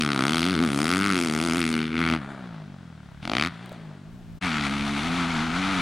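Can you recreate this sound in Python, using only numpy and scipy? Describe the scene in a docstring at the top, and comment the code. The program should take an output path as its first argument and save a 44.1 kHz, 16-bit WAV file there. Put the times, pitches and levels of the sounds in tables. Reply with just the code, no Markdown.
"""A single-cylinder four-stroke dirt bike climbs a ramp over wind buffeting and camera hiss: each firing is a low
boom of summed orders from the silencer and a crack of filtered shock and turbulence from the tailpipe, and trees
answer with a roar of shaped noise. It jumps with the throttle shut, leaving soft pops, blips the throttle, then
coasts behind a bank as knocks of chain and frame, decaying sines with grit, mark a landing. After an edit it pulls
hard again, further off and mostly heard as scattered sound."""
import sys
import numpy as np
from scipy import signal
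from scipy.fft import rfft, irfft, next_fast_len
from scipy.io import wavfile
from scipy.ndimage import uniform_filter1d, map_coordinates

SR = 44100
rng = np.random.default_rng(int(sys.argv[2]) if len(sys.argv) > 2 else 0)


def waveform_to_disk(signal):
    """Save audio, clipped to [-1, 1], as 16-bit WAV at the path in sys.argv[1]."""
    frames = np.transpose(np.atleast_2d(signal))
    scaled = np.clip(frames, -1, 1) * 32767
    samples = np.round(scaled).astype(np.int16)
    wavfile.write(sys.argv[1], SR, samples)


N = 256220
TIME = np.arange(N) / SR
SIZE = next_fast_len(N + 8192)  # spectrum length, padded so that ringing does not wrap round
HZ = np.fft.rfftfreq(SIZE, 1 / SR)
EDIT_S = 4.4  # from here on the bike is further off


def amp(db):
    """Logarithmic level: decibels to gain."""
    return 10 ** (np.asarray(db) / 20)


def steady(x, span=0.17):
    """Power normalisation: x with its running level over span seconds brought to rms 1."""
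    width = int(span * SR)
    power = uniform_filter1d(uniform_filter1d(x ** 2, width), width)
    return x / np.sqrt(np.abs(power) + 1e-12)


def along(points):
    """Logarithmic frequency scale: (Hz, value) points interpolated over log frequency."""
    hz, value = np.transpose(points)
    return np.interp(np.log(HZ + 1), np.log(hz + 1), value)


def curves(rows):
    """Slow modulation: one interpolated value per sample for each column after the time."""
    s, *columns = np.transpose(rows)
    return [np.interp(TIME, s, column) for column in columns]


def filtered(x, response):
    """Linear filtering: the spectrum of x times a frequency response."""
    return irfft(rfft(x, SIZE) * response, SIZE)[..., :N]


def causal(points):
    """Causality: the minimum-phase response of a (Hz, dB) spectrum, so that pulses ring after they start."""
    cepstrum = irfft(np.log(amp(np.maximum(along(points), -50))), SIZE)
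    # folding the cepstrum onto positive times gives minimum phase
    cepstrum[1:SIZE // 2] *= 2
    cepstrum[SIZE // 2 + 1:] = 0
    return np.exp(rfft(cepstrum))


def wobble(rate):
    """Random fluctuation: a smooth curve through rate random knots a second."""
    knots = rng.standard_normal(int(N * rate / SR) + 4)
    return map_coordinates(knots, [TIME * rate])


def spread(alike):
    """Interchannel coherence: left and right noises as alike as the 0-1 curve says."""
    turn = np.arccos(np.clip(alike, -1, 1)) / 2 * np.ones_like(HZ)
    shares = np.array([np.cos(turn), np.sin(turn)])
    mid, side = filtered(rng.standard_normal((2, N)), shares)
    return np.array([mid + side, mid - side])


def impulses(at_s, size):
    """Fractional delay: one impulse per time, shared between the two nearest samples."""
    at = np.clip(at_s * SR, 0, N - 2)
    before = at.astype(int)
    late = at - before
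    return np.bincount(before, size * (1 - late), N) + np.bincount(before + 1, size * late, N)


# Engine speed. Each row: time in seconds, firings per second.
FIRING_RATE = [(0.0, 79.98), (0.05, 73.29), (0.1, 72.5), (0.2, 63.4), (0.25, 68.03), (0.35, 83.1),
               (0.4, 81.62), (0.52, 95.1), (0.58, 75.57), (0.63, 88.35), (0.69, 70.89), (0.77, 68.4),
               (0.95, 92.44), (1.07, 101.2), (1.2, 85.6), (1.25, 84.3), (1.3, 76.11), (1.4, 78.71),
               (1.46, 85.49), (1.51, 80.39), (1.58, 88.49), (1.64, 80.93), (1.8, 78.6), (1.95, 79.9),
               (2.0, 83.57), (2.17, 80.05), (2.22, 65.59), (2.3, 71.0), (2.55, 54), (3.1, 33.7),
               (3.2, 36.64), (3.27, 43.54), (3.33, 55.4), (3.47, 87.6), (3.5, 85.96), (3.53, 56.93),
               (3.57, 54.2), (3.64, 62), (4.0, 46.5), (4.17, 63), (4.22, 57), (4.39, 54), (4.41, 94.08),
               (4.45, 92.39), (4.5, 80.34), (4.66, 69), (4.8, 71), (5.0, 70.8), (5.07, 85.3), (5.13, 83.6),
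               (5.18, 89.37), (5.24, 84.03), (5.32, 84.37), (5.38, 75.9), (5.45, 82), (5.5, 80.6),
               (5.6, 92.97), (5.7, 97.51), (5.81, 87)]
FIRST_FIRING = .12  # share of a cycle already turned at the start


def engine_cycle():
    """Phase as the integral of frequency: firing rate in Hz, cycles turned, and the time of each firing."""
    firing_hz, = curves(FIRING_RATE)
    cycle = FIRST_FIRING + np.cumsum(firing_hz) / SR
    fire_s = np.interp(np.arange(1, int(cycle[-1]) + 1), cycle, TIME)
    return firing_hz, cycle, fire_s


# Silencer response. Each row: frequency in Hz, relative level in dB close by, further off, with the throttle shut.
SILENCER_RESPONSE = [(40, -6, -21, -46), (77, -15.5, -14, -11), (100, -14, -10.5, -12.5),
                     (131, 1.5, -10, -5), (158, -6.5, -2, 3.5), (244.5, 2, 1.5, -6.5),
                     (281.5, -1, -4, -9.5), (329.6, -4, -11, -18), (379, -8, -21, -20.5),
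                     (490, -21.5, -27, -33), (970, -97, -70, -60)]
# Turbulence under the boom. Each row: frequency in Hz, relative level in dB per Hz.
BOOM_TURBULENCE = [(35, -54), (60, -12), (107, -10.5), (150, -2.5), (265, -1), (411, -12), (560, -17),
                   (730, -51), (1230, -120)]
SHIMMER_DB = 1.3  # each order wavers on its own


def boom(firing_hz, cycle, throttle, tilt_db, count=7):
    """Harmonic series: the silencer passes low firing orders, which meet in one pressure dip a cycle."""
    hz, near_db, far_db, shut_db = np.transpose(SILENCER_RESPONSE)
    log_order = np.log(np.arange(1, count + 1)[:, None] * firing_hz)
    near, far, shut = (np.interp(log_order, np.log(hz), db) for db in (near_db, far_db, shut_db))
    open_db = np.where(TIME > EDIT_S, far, near)
    octaves = log_order / np.log(2)
    gains = amp(throttle * open_db + (1 - throttle) * shut + tilt_db * octaves)
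    gains = gains / np.sqrt(np.sum(gains ** 2, axis=0))  # the orders together keep one level
    flutter = 0.0088 * wobble(60)  # cycles
    # further off, an echo from the bank staggers the odd orders and fills the gap between dips
    stagger = 0.29 * (TIME > EDIT_S)
    tone = 0
    for order, gain in enumerate(gains, start=1):
        turn = .75 if order == 1 else .56 - stagger * (order % 2)
        shimmer = amp(SHIMMER_DB * wobble(16))
        wave = np.cos(2 * np.pi * (order * (cycle + flutter) + turn))
        tone = tone + np.sqrt(2) * gain * shimmer * wave
    turbulence = steady(filtered(spread(0.69), amp(along(BOOM_TURBULENCE))))
    return tone + amp(-12.5) * turbulence


def shock_pulses(fire_s, chance):
    """Shock and ground reflection: front times, their sizes, fronts, duller bounces, turbulent bursts."""
    front_s = fire_s - .0019 + .00003 * chance[:, 0]  # just ahead of the dip
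    size = amp(0.86 * chance[:, 1])
    front = impulses(front_s, size)
    # the bounce path drifts as the bike moves, which slides the colour of the bark
    path_s = 0.00148 + .00007 * np.interp(fire_s, TIME, wobble(5))
    bounce_s = front_s + path_s + .00004 * chance[:, 2]
    bounce = impulses(bounce_s, size * (0.41 + 0.064 * chance[:, 3]))
    decay = amp(-60 * TIME[:1500] / 0.011)  # 60 dB in 11 ms
    burst = signal.fftconvolve(front, decay)[:N] * rng.standard_normal(N)
    return front_s, size, front, bounce, burst


# Tailpipe resonances. Each row: centre in Hz, width in Hz, relative level in dB.
PIPE_RESONANCES = [(730, 72, -14), (1456, 570, -1.5), (2253, 300, 1), (3130, 1700, -4), (4340, 240, -7)]


def tailpipe():
    """Resonance: parallel second-order modes, with lows and highs rolled off."""
    modes = sum(amp(db) * 1j * HZ * width / (centre * centre - HZ * HZ + 1j * HZ * width)
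                for centre, width, db in PIPE_RESONANCES)
    low_cut = (1j * HZ / (350 + 1j * HZ)) ** 2
    high_cut = (6500 / (6500 + 1j * HZ)) ** 4
    return modes * low_cut * high_cut


# Scattered sound. Each row: frequency in Hz, left-right likeness (0-1).
SCATTER_LIKENESS = [(60, .8), (300, 1), (3000, 1), (7000, 0.81), (15000, 0.057)]


def scattered_noise(cycle):
    """Multiple scattering: diffuse noise keeps a faint pulse at the firing rate."""
    throb = 1 + 0.098 * np.cos(2 * np.pi * (cycle - .05))
    waver = amp(1.1 * wobble(26) + 0.6 * wobble(40))
    return spread(along(SCATTER_LIKENESS)) * throb * waver


# Roar with the throttle open. Each row: frequency in Hz, relative level in dB per Hz.
OPEN_ROAR = [(240, -37), (400, -10.5), (525, -18.5), (666, -0.5), (835, -2), (1040, -6.5), (1310, -3.5),
             (1740, -11.5), (2290, -8), (2680, -10.5), (3520, -5.5), (6000, -10.5), (7800, -14),
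             (13200, -120)]
# Colour of pops and roar with the throttle shut. Each row: frequency in Hz, relative level in dB per Hz.
SHUT_ROAR = [(190, -42), (330, 0.5), (416, -1), (452, -6), (475, -8), (651, 0), (781, -5.5), (1030, -12.5),
             (3000, -19.5), (3350, -15.5), (6000, -26), (7800, -67), (13200, -120)]
# The pipe's spectral valleys between throat, growl, bark and rasp. Each entry: frequency in Hz.
BAND_VALLEYS = [1000, 1750, 2700]
UNEVEN_DB = 2  # each pipe band varies on its own from firing to firing
ROUGHNESS = (0.017, 0.022, 0.14, 0.11)  # gain of the burst in throat, growl, bark, rasp


def crack(levels_db, scatters, throttle, fire_s, shock, burst, diffuse):
    """Superposition of direct and diffuse fields: throat, growl, bark and rasp of the tailpipe crack."""
    below = [1 / (1 + (HZ / hz) ** 8) for hz in BAND_VALLEYS]
    bands = np.diff([0 * HZ, *below, 1 + 0 * HZ], axis=0)
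    shock_z, burst_z, diffuse_z = (rfft(x, SIZE) for x in (shock, burst, diffuse))
    pipe, roar_open, roar_shut = tailpipe(), causal(OPEN_ROAR), causal(SHUT_ROAR)

    def by_throttle(spectrum, open_colour):
        """Crossfade of spectra: a shut throttle leaves soft pops without the shock's edge."""
        opened = steady(irfft(spectrum * open_colour, SIZE)[..., :N])
        shut = steady(irfft(spectrum * roar_shut, SIZE)[..., :N])
        return throttle * opened + (1 - throttle) * shut

    sound = 0
    for db, band, scatter, rough in zip(levels_db, bands, scatters, ROUGHNESS):
        direct = by_throttle((shock_z + rough * burst_z) * band, pipe)
        roar = by_throttle(diffuse_z * band, roar_open)
        uneven = amp(UNEVEN_DB * np.interp(TIME, fire_s, rng.standard_normal(len(fire_s))))
        sound = sound + amp(db) * (np.sqrt(1 - scatter) * uneven * direct + np.sqrt(scatter) * roar)
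    return sound


# Top of the crack. Each row: frequency in Hz, relative level in dB per Hz.
SIZZLE_SPECTRUM = [(3500, -25), (5000, -0.5), (6000, -2.5), (7000, -2.5), (7800, -5), (8500, -2),
                   (9800, -3.5), (11800, -13), (13500, -25.5), (16400, -83)]


def sizzle(front_s, size, chance, burst, diffuse, scatter):
    """Air absorption: the top of the crack varies most between firings and dulls when scattered."""
    spark = impulses(front_s, size * amp(2.5 * chance)) + .35 * burst
    top = causal(SIZZLE_SPECTRUM)
    air = 1 / (1 + (HZ / 10500) ** 4)  # longer paths lose treble
    direct = steady(filtered(spark, top))
    scattered = steady(filtered(diffuse, top * air))
    return np.sqrt(1 - scatter) * direct + 1.59 * np.sqrt(scatter) * scattered


# Force of the firings. Each row: time in seconds, force in dB.
FIRING_FORCE = [(0.0, -33.5), (0.12, -38.5), (0.38, -37), (0.52, -39), (0.57, -40.5), (0.63, -37.5),
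                (0.7, -41), (0.85, -35.5), (1.15, -33), (1.3, -37.5), (1.66, -34.5), (1.8, -35.5),
                (1.9, -42.5), (2.0, -31), (2.14, -29), (2.2, -50.5), (2.3, -54), (2.8, -67.5), (3.21, -67),
                (3.24, -39.5), (3.4, -29.5), (3.475, -33), (3.49, -47.5), (3.51, -52), (3.75, -55),
                (4.1, -69.5), (4.39, -74.5), (4.41, -30), (4.8, -36), (5.15, -33.5), (5.5, -35.5),
                (5.81, -31)]
# Levels of the engine's bands at full force, changing over time. Each row: time in seconds, boom in dB,
# boom tilt in dB per octave, throat in dB, growl in dB, sizzle in dB, share hidden by trees and bank (0-1).
BAND_LEVELS = [(0, -28, -3, -42.5, -37, -38, 0.05), (0.1, -26.5, -0.5, -39, -30, -40, .08),
               (0.2, -26, 5, -33.5, -27, -36, 0.08), (0.4, -25.5, -2.5, -37.5, -33.5, -33, .08),
               (0.6, -21.5, 1.5, -37.5, -30, -39.5, 0.09), (0.75, -24, 1, -34, -34, -32, 0.08),
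               (1.1, -26.5, -0.7, -48.5, -29, -40, .07), (1.2, -26, 2, -41, -38, -36, 0.1),
               (1.5, -25, 0.3, -37.5, -34, -35.5, 0.08), (1.7, -27, 0.5, -48.5, -39, -40, .1),
               (1.95, -27.5, 0.5, -50, -37, -52.5, 0.15), (2.14, -27.5, -5, -42.5, -37, -53, 0.12),
               (2.3, -29.5, 5.5, -33, -30.5, -40, 0.3), (2.7, -26, -3.5, -34, -36, -50, 0.54),
               (3.2, -29.5, -13, -41.5, -34.5, -43, 0.1), (3.25, -34.5, 0, -40.5, -44, -48, 0.03),
               (3.33, -32, 1.5, -33, -42.5, -49.5, 0.05), (3.46, -32, -5, -45, -34.5, -49.5, 0.05),
               (3.7, -32, -5, -36, -39.5, -44, 0.83), (4.39, -23, -2, -31.5, -37, -49, 1),
               (4.41, -31.5, -4, -43.5, -37.5, -51, 0.78), (4.55, -31.5, -0.8, -48.5, -35.5, -53, 0.61),
               (4.7, -29, -1.5, -43, -36.5, -48, 0.63), (5.0, -29.5, 1, -40, -39.5, -48, 0.86),
               (5.2, -28.5, 0.5, -40.5, -34.5, -50, 0.91), (5.81, -29.5, 4, -43, -34, -50.5, 0.88)]
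# Rasp over the bark. Each row: time in seconds, level in dB.
RASP_OVER_BARK = [(0, 2), (0.25, 7), (0.45, 9.5), (0.6, 3.5), (0.8, 5), (0.97, 1), (1.15, 1.5), (1.7, 0.5),
                  (1.85, -2), (2.05, -7), (2.15, -4.5), (2.5, 2.5), (3.3, 0.5), (3.5, 0), (4.4, -3.5),
                  (4.7, 0), (5.81, -1)]
# Scattered share of the soft pops. Entries: throat, growl, bark, rasp (each 0-1).
POP_SCATTER = [.2, .4, .75, .8]
FULL_DB, SHUT_DB, OPENS_DB = -33, -52.5, 15  # force flat out; throttle shut below; fully open this much higher
BARK_DB = -4.5  # bark under the force
BOOM_FOLLOWS, GROWL_FOLLOWS, SIZZLE_FOLLOWS = 0.5, 0.74, 1.27  # dB per dB of force


def engine():
    """Periodic excitation: boom, crack and sizzle at each firing, partly scattered by trees and bank."""
    firing_hz, cycle, fire_s = engine_cycle()
    force_db, = curves(FIRING_FORCE)
    boom_db, tilt_db, throat_db, growl_db, sizzle_db, hidden = curves(BAND_LEVELS)
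    under_db = force_db - FULL_DB
    throttle = np.clip((force_db - SHUT_DB) / OPENS_DB, 0, 1)
    scatters = [np.clip(1 - (1 - hidden) * (1 - share * (1 - throttle)), 0, 1) for share in POP_SCATTER]

    chance = rng.standard_normal((len(fire_s), 5))  # each firing differs
    front_s, size, front, bounce, burst = shock_pulses(fire_s, chance)
    diffuse = scattered_noise(cycle)

    bark_db = force_db + BARK_DB
    levels_db = (throat_db + GROWL_FOLLOWS * under_db, growl_db + GROWL_FOLLOWS * under_db,
                 bark_db, bark_db + curves(RASP_OVER_BARK)[0])
    low = amp(boom_db + BOOM_FOLLOWS * under_db) * boom(firing_hz, cycle, throttle, tilt_db)
    middle = crack(levels_db, scatters, throttle, fire_s, front + bounce, burst, diffuse)
    high = sizzle(front_s, size, chance[:, 4], burst, diffuse, scatters[-1])
    return low + middle + amp(sizzle_db + SIZZLE_FOLLOWS * under_db) * high


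# Buffeting strength. Each row: time in seconds, level in dB.
WIND_LEVEL = [(0, -57), (0.15, -67), (1.9, -76), (2.1, -57), (3, -64), (3.2, -52), (3.6, -60), (4.05, -57),
              (4.2, -48), (4.45, -46), (4.75, -48), (5, -44), (5.4, -44.5), (5.81, -43)]
# Wind colour. Each row: frequency in Hz, relative level in dB per Hz.
WIND_SPECTRUM = [(12, -26), (25, 10), (42, 3.5), (70, 6), (110, -3), (200, -42)]


def wind():
    """Turbulent pressure: low lumpy buffeting, partly different at each microphone port."""
    lumps = amp(3.5 * wobble(9))
    rumble = filtered(spread(0.39), amp(along(WIND_SPECTRUM)))
    return amp(curves(WIND_LEVEL)[0]) * steady(lumps * rumble, span=0.23)


# Camera noise. Each row: frequency in Hz, relative level in dB per Hz.
HISS_SPECTRUM = [(1800, -2), (3000, -3.5), (9000, -15.5), (12000, -27), (14500, -32), (16400, -36)]


def hiss():
    """Stationary noise and a pure tone: camera hiss and a faint line-scan whistle."""
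    noise = steady(filtered(spread(0.74), amp(along(HISS_SPECTRUM))), span=1)
    whistle = np.sin(2 * np.pi * 15734 * TIME)
    return amp(-62) * noise + amp(-93) * whistle


# Knocks of chain and frame. Each row: start in seconds, starting level in dB, pitch in Hz.
KNOCKS = [(3.115, -45, 895), (3.66, -45, 9300), (3.694, -37, 3920), (3.719, -26.5, 614),
          (3.728, -46.5, 7940)]


def ticks():
    """Damped vibration: short broad knocks, a few cycles each."""
    out, t = np.zeros(N + 800), TIME[:800]
    for start_s, db, hz in KNOCKS:
        # higher ticks die sooner and carry more grit
        grit = hz / 9000 * rng.standard_normal(len(t))
        decay_s = 0.0037 + 6 / hz  # time to fall 60 dB
        knock = amp(db - 60 * t / decay_s) * (np.sin(2 * np.pi * hz * t) + grit)
        first = round(start_s * SR)
        out[first:first + len(t)] += knock
    return out[:N]


def scene():
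    """Linear superposition: every source summed at the two microphone ports."""
    return engine() + wind() + hiss() + ticks()


# Unequal ports. Each row: frequency in Hz, left minus right in dB.
PORT_BALANCE = [(60, -0.6), (150, 1.4), (380, 0.5), (950, 2), (2380, 3.5), (5980, 2.5), (15000, -2.5)]
# Fade across the edit. Each row: time in seconds, gain in dB.
EDIT_FADE = [(4.385, 1), (4.397, -40), (4.408, -52), (4.413, -12), (4.43, 1)]
TOP_HZ = 16400  # nothing passes from here up


def record(dry):
    """Linear reception: the fade at the edit, then unequal ports and the band limit."""
    ports = amp(along(PORT_BALANCE) * np.array([[.5], [-.5]]))
    return filtered(dry * amp(curves(EDIT_FADE)[0]), ports * (HZ < TOP_HZ))


dry = scene()
out = record(dry)
waveform_to_disk(out)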